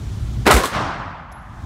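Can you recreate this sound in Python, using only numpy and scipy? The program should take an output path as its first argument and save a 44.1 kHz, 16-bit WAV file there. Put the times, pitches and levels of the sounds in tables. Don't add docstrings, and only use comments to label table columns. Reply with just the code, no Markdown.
import sys
import numpy as np
from scipy import signal
from scipy.io import wavfile
from scipy.ndimage import uniform_filter1d

SR = 44100
rng = np.random.default_rng(int(sys.argv[2]) if len(sys.argv) > 2 else 0)


def gain_from_db(level_db):
    decades = np.asarray(level_db, float) / 20
    return 10 ** decades


def generate_wav(sig):
    pcm = np.round(np.clip(np.atleast_2d(sig).T, -1, 1) * 32767).astype(np.int16)
    wavfile.write(sys.argv[1], SR, pcm)


N = 72765


def evened(x):
    return x / np.sqrt(np.mean(x ** 2) + 1e-20)


def read(points, hz):
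    f, value = np.transpose(points)
    return np.interp(np.log(hz + 1), np.log(f + 1), value)


def add(mix, s, sound):
    part = mix[round(s * SR):][:len(sound)]
    part += sound[:len(part)]


def colour(x, points):
    hz = abs(np.fft.fftfreq(4096, 1 / SR))
    log_gain = np.log(gain_from_db(np.maximum(read(points, hz), -100)))
    taps = np.fft.ifft(np.exp(np.conj(signal.hilbert(log_gain)))).real[:2048]
    return signal.oaconvolve(x, taps)[:len(x)]


def resonate(x, hz, width):
    turn = np.exp(2j * np.pi * hz * np.arange(len(x)) / SR)
    r = np.exp(-np.pi * width / SR)
    return 2 * (turn * signal.lfilter([1 - r], [1, -r], x / turn)).real


def field(shape_db, patch_db, size):
    hop = size // 4
    frames = N // hop + 5
    hz = np.fft.rfftfreq(size, 1 / SR)[:, None]
    a, b, patches = rng.standard_normal((frames, len(hz), 3)).T
    patches = uniform_filter1d(patches, 5, 0)
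    patches = evened(uniform_filter1d(patches, 8, 1))
    level_db = shape_db(hz, np.arange(frames) * hop / SR) + patch_db * patches
    z = (a + 1j * b) * gain_from_db(level_db)
    return signal.istft(z, nperseg=size, noverlap=size - hop)[1][:N]


# (time
# [s], level [dB], T60 [s], brightness [0-1], booth ring [Hz])
CLUMPS = [
    (.455, -25, .3, .015, 1500),
    (.4605, -19, .25, .03, 1200),
          (.4655, -7, 0.16, 0.1, 389), (.475, -9, 0.13, 0.22, 1443), (0.5, -7.5, 0.12, 0.002, 740),
               (0.505, -3.5, 0.085, 0.002, 970), (0.5102, -7.5, 0.22, 0.95, 1275),
               (.524, -18.5, 0.47, 0.3, 520), (.540, -18, 0.22, 0.93, 378), (.551, -21, 0.28, 0.86, 245),
               (.565, -17.5, 0.34, 0.67, 995), (.604, -21, 0.037, 0.01, 334), (0.615, -24, 0.032, 0, 417),
               (0.635, -23, 0.22, 1, 1030), (.638, -14.5, 0.065, 0, 1050),
               (0.6497, -20.5, 0.029, 0.5, 1000), (0.656, -22.5, .22, 1, 1080),
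               (0.735, -30.5, .1, .02, 1010), (.760, -23.5, .12, 0, 850), (.804, -25, .08, 0, 1160)]
# (frequency [Hz], density [dB per Hz])
THUD_SPECTRUM = [(60, -14.5), (200, -2.5), (1290, -5.5), (2980, -14), (3700, -19), (8000, -30.5),
                 (11000, -42.5), (15500, -46)]
# (frequency [Hz], density [dB per Hz])
CRACK_SPECTRUM = [(60, -11.5), (250, -0.5), (1260, -6), (2900, -16), (3600, -10.5), (4740, -16),
                  (9080, -16), (15500, -26.5)]


def blast():
    echoes_per_s, spread_db = 9000, 2.5
    rise_s, lead_db = 0.0007, 10.5
    front_db, front_s = 6.5, 0.0042
    treble_fade_db_per_s = 148
    ring_db, ring_q = -5, 7.1
    out = np.zeros(N)
    t = np.arange(SR // 3) / SR
    for s, db, t60, bright, ring_hz in CLUMPS:
        chance, size, sign = rng.random((len(t), 3)).T
        present = chance < echoes_per_s / SR
        swarm = present * gain_from_db(-spread_db * np.log(size + 0.00033)) * np.sign(sign - 0.5)
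        swarm[round(rise_s * SR)] = gain_from_db(lead_db) * bright ** 2

        thud = evened(colour(swarm, THUD_SPECTRUM))
        crack_db = front_db * np.exp(-t / front_s) - (1 - bright) * treble_fade_db_per_s * t
        crack = evened(colour(swarm, CRACK_SPECTRUM)) * gain_from_db(crack_db)
        width = ring_hz / ring_q
        ring = evened(resonate(resonate(swarm, ring_hz, width), ring_hz, width))

        clump = np.sqrt(1 - bright) * thud + np.sqrt(bright) * crack + gain_from_db(ring_db) * ring
        envelope = np.minimum(t / rise_s, 1) * gain_from_db(db - 60 * t / t60)
        add(out, s, evened(clump) * envelope)
    return out


def boom():
    start_s, level_db = 0.5285, -7.5
    pitch_hz, sag = 89, 0.34
    rise_s, fall_s = 0.021, 0.027
    out = np.zeros(N)
    t = np.arange(SR // 5) / SR
    rise = np.minimum(t / rise_s, 1)
    hz = pitch_hz * (1 - sag * rise)
    fall = np.exp(-(np.maximum(t - rise_s, 0) / fall_s) ** 2)
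    swing = np.sin(2 * np.pi * np.cumsum(hz) / SR)
    add(out, start_s, gain_from_db(level_db) * rise ** 0.5 * fall * swing)
    return out


# (time [s], gain [dB])
GAIN_CONTROL = [
    (0, -1),
    (.46, -0.5),
    (.5, -44),
    (.7, -33.5),
    (1.0, -30),
    (1.28, -25),
    (1.4, -18),
    (1.65, -6.5),
]


def duck_db(t):
    return np.interp(t, *np.transpose(GAIN_CONTROL))


# (frequency [Hz], density [dB per Hz])
TAIL_SPECTRUM = [(35, -45), (80, -0.5), (420, -9.5), (700, -4.5), (1150, -3), (1600, -9.5), (2400, -18),
                 (5700, -26.5), (15500, -54)]
# (frequency [Hz], T60 [s])
LANE_T60 = [(60, 1.8), (300, 1.08), (450, 0.88), (700, 1.377), (1600, 1.38), (2500, 1.26), (5000, 0.9),
            (9000, 0.69), (15000, 0.28)]


def tail(start, rise, db, stretch, tilt_db=0):
    t = np.arange(N) / SR

    def dying_db(hz, s):
        tilt = tilt_db * np.log2(hz / 1000 + 0.05)
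        since_peak = np.maximum(s - start - rise, 0)
        return read(TAIL_SPECTRUM, hz) + tilt - 60 * since_peak / (stretch * read(LANE_T60, hz))

    sound = field(dying_db, patch_db=1.5, size=512)
    sound = sound / np.std(sound[:round(start * SR)])
    lift = gain_from_db(0.65 * (duck_db(t) - duck_db(start + rise)))
    return gain_from_db(db) * np.clip((t - start) / rise, 0, 1) * lift * sound


# (time [s], tick level [dB], ring share [ratio])
CASE_HITS = [
    (.793, -60, 0.05),
    (1.317, -51.5, .3),
    (1.323, -48.5, 2),
]
# (frequency [Hz], level re tick [dB], T60 [s])
CASE_MODES = [(11100, -19, 0.22), (10890, -13, 0.29), (11120, -14.5, 0.41), (11150, -13, 0.44),
              (5520, -18, 0.043), (6200, -20, 0.026)]
# (frequency [Hz], density [dB per Hz])
TICK_SPECTRUM = [(2000, -39), (5000, 0), (6000, 1), (9000, -5), (12000, -8), (15500, -12)]


def case():
    out = np.zeros(N)
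    t = np.arange(SR // 3) / SR
    for s, db, ring_share in CASE_HITS:
        tick = evened(colour(rng.standard_normal(len(t)), TICK_SPECTRUM)) * gain_from_db(-60 * t / 0.03)
        ring = np.zeros(len(t))
        for hz, mode_db, t60 in CASE_MODES:
            ring += gain_from_db(mode_db - 60 * t / t60) * np.sin(2 * np.pi * hz * t)
        add(out, s, gain_from_db(db) * (tick + ring_share * ring))
    return out


# (frequency [Hz], density [dB per Hz])
RUMBLE_SPECTRUM = [(12, -39), (20, -3), (48, -2), (103, -4), (168, -21), (211, -14), (300, -22), (343, -23),
                   (500, -48), (650, -62), (1100, -120)]
# (frequency [Hz], width [Hz], level re rumble [dB])
BLOWER_ORDERS = [(58.6, 14, -3), (110.7, 33, -5.5)]
# (time [s], gain [dB])
RUMBLE_GAIN = [(0, -0.5), (.44, 1.5), (.5, 0), (.62, -12), (.7, -23), (.8, -14), (.95, -16), (1.1, -16),
               (1.3, -15.5), (1.42, -14.5), (1.52, -9.5), (1.65, -6)]
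# (frequency [Hz], density [dB per Hz])
HISS_SPECTRUM = [(350, -5), (950, -8), (1300, -9.5), (2700, -17), (3400, -12.5), (4600, -18), (6400, -17.5),
                 (15600, -34.5)]


def fans():
    rumble_db, hiss_db = -24, -43
    t = np.arange(N) / SR
    rumble = evened(field(lambda hz, s: read(RUMBLE_SPECTRUM, hz), patch_db=1.5, size=2048))
    for hz, width, db in BLOWER_ORDERS:
        order = resonate(resonate(rng.standard_normal(N), hz, width), hz, width)
        rumble += gain_from_db(db) * evened(order)
    hiss = evened(field(lambda hz, s: read(HISS_SPECTRUM, hz), patch_db=1.2, size=512))
    rumble_gain_db = np.interp(t, *np.transpose(RUMBLE_GAIN))
    return evened(rumble) * gain_from_db(rumble_db + rumble_gain_db) + hiss * gain_from_db(hiss_db + duck_db(t))


def scene():
    far_return = tail(start=0.704, rise=0.046, db=-19, stretch=0.96)
    near_walls = tail(start=0.541, rise=0.033, db=-27, stretch=0.72, tilt_db=5)
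    mono = blast() + boom() + far_return + near_walls + case() + fans()
    return np.tile(mono, (2, 1))


def low_pass(x):
    return signal.sosfilt(signal.butter(12, 15760, fs=SR, output="sos"), x)


# (frequency [Hz], density [dB per Hz])
SIDE_SPECTRUM = [(200, -15), (500, 6.5), (1900, -1), (3200, -10.5), (15000, -24.5)]


def record(dry):
    clip_db, knee = -0.7, 3.0
    side_db, side_until_s = -23, 0.4726
    bass_cut = signal.butter(4, 41, "high", fs=SR, output="sos")
    cut = signal.sosfilt(bass_cut, dry)
    held = cut / (1 + abs(cut / gain_from_db(clip_db)) ** knee) ** (1 / knee)

    side_cut = signal.butter(2, 300, "high", fs=SR, output="sos")
    loudness = uniform_filter1d(abs(signal.sosfilt(side_cut, held[0])), size=90)
    noise = evened(colour(rng.standard_normal(N), SIDE_SPECTRUM))
    side_fade = np.clip((side_until_s - np.arange(N) / SR) / 0.008, 0, 1)
    apart = gain_from_db(side_db) * loudness * noise * side_fade

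    self_noise = gain_from_db(-84) * rng.standard_normal(N)
    stereo = held + self_noise + np.array([apart, -apart])
    band_limit = signal.firwin(511, 15760, window=("kaiser", 9), fs=SR)
    finished = signal.oaconvolve(stereo, band_limit[None], "same")
    return low_pass(finished)


dry = scene()
out = record(dry)
generate_wav(out)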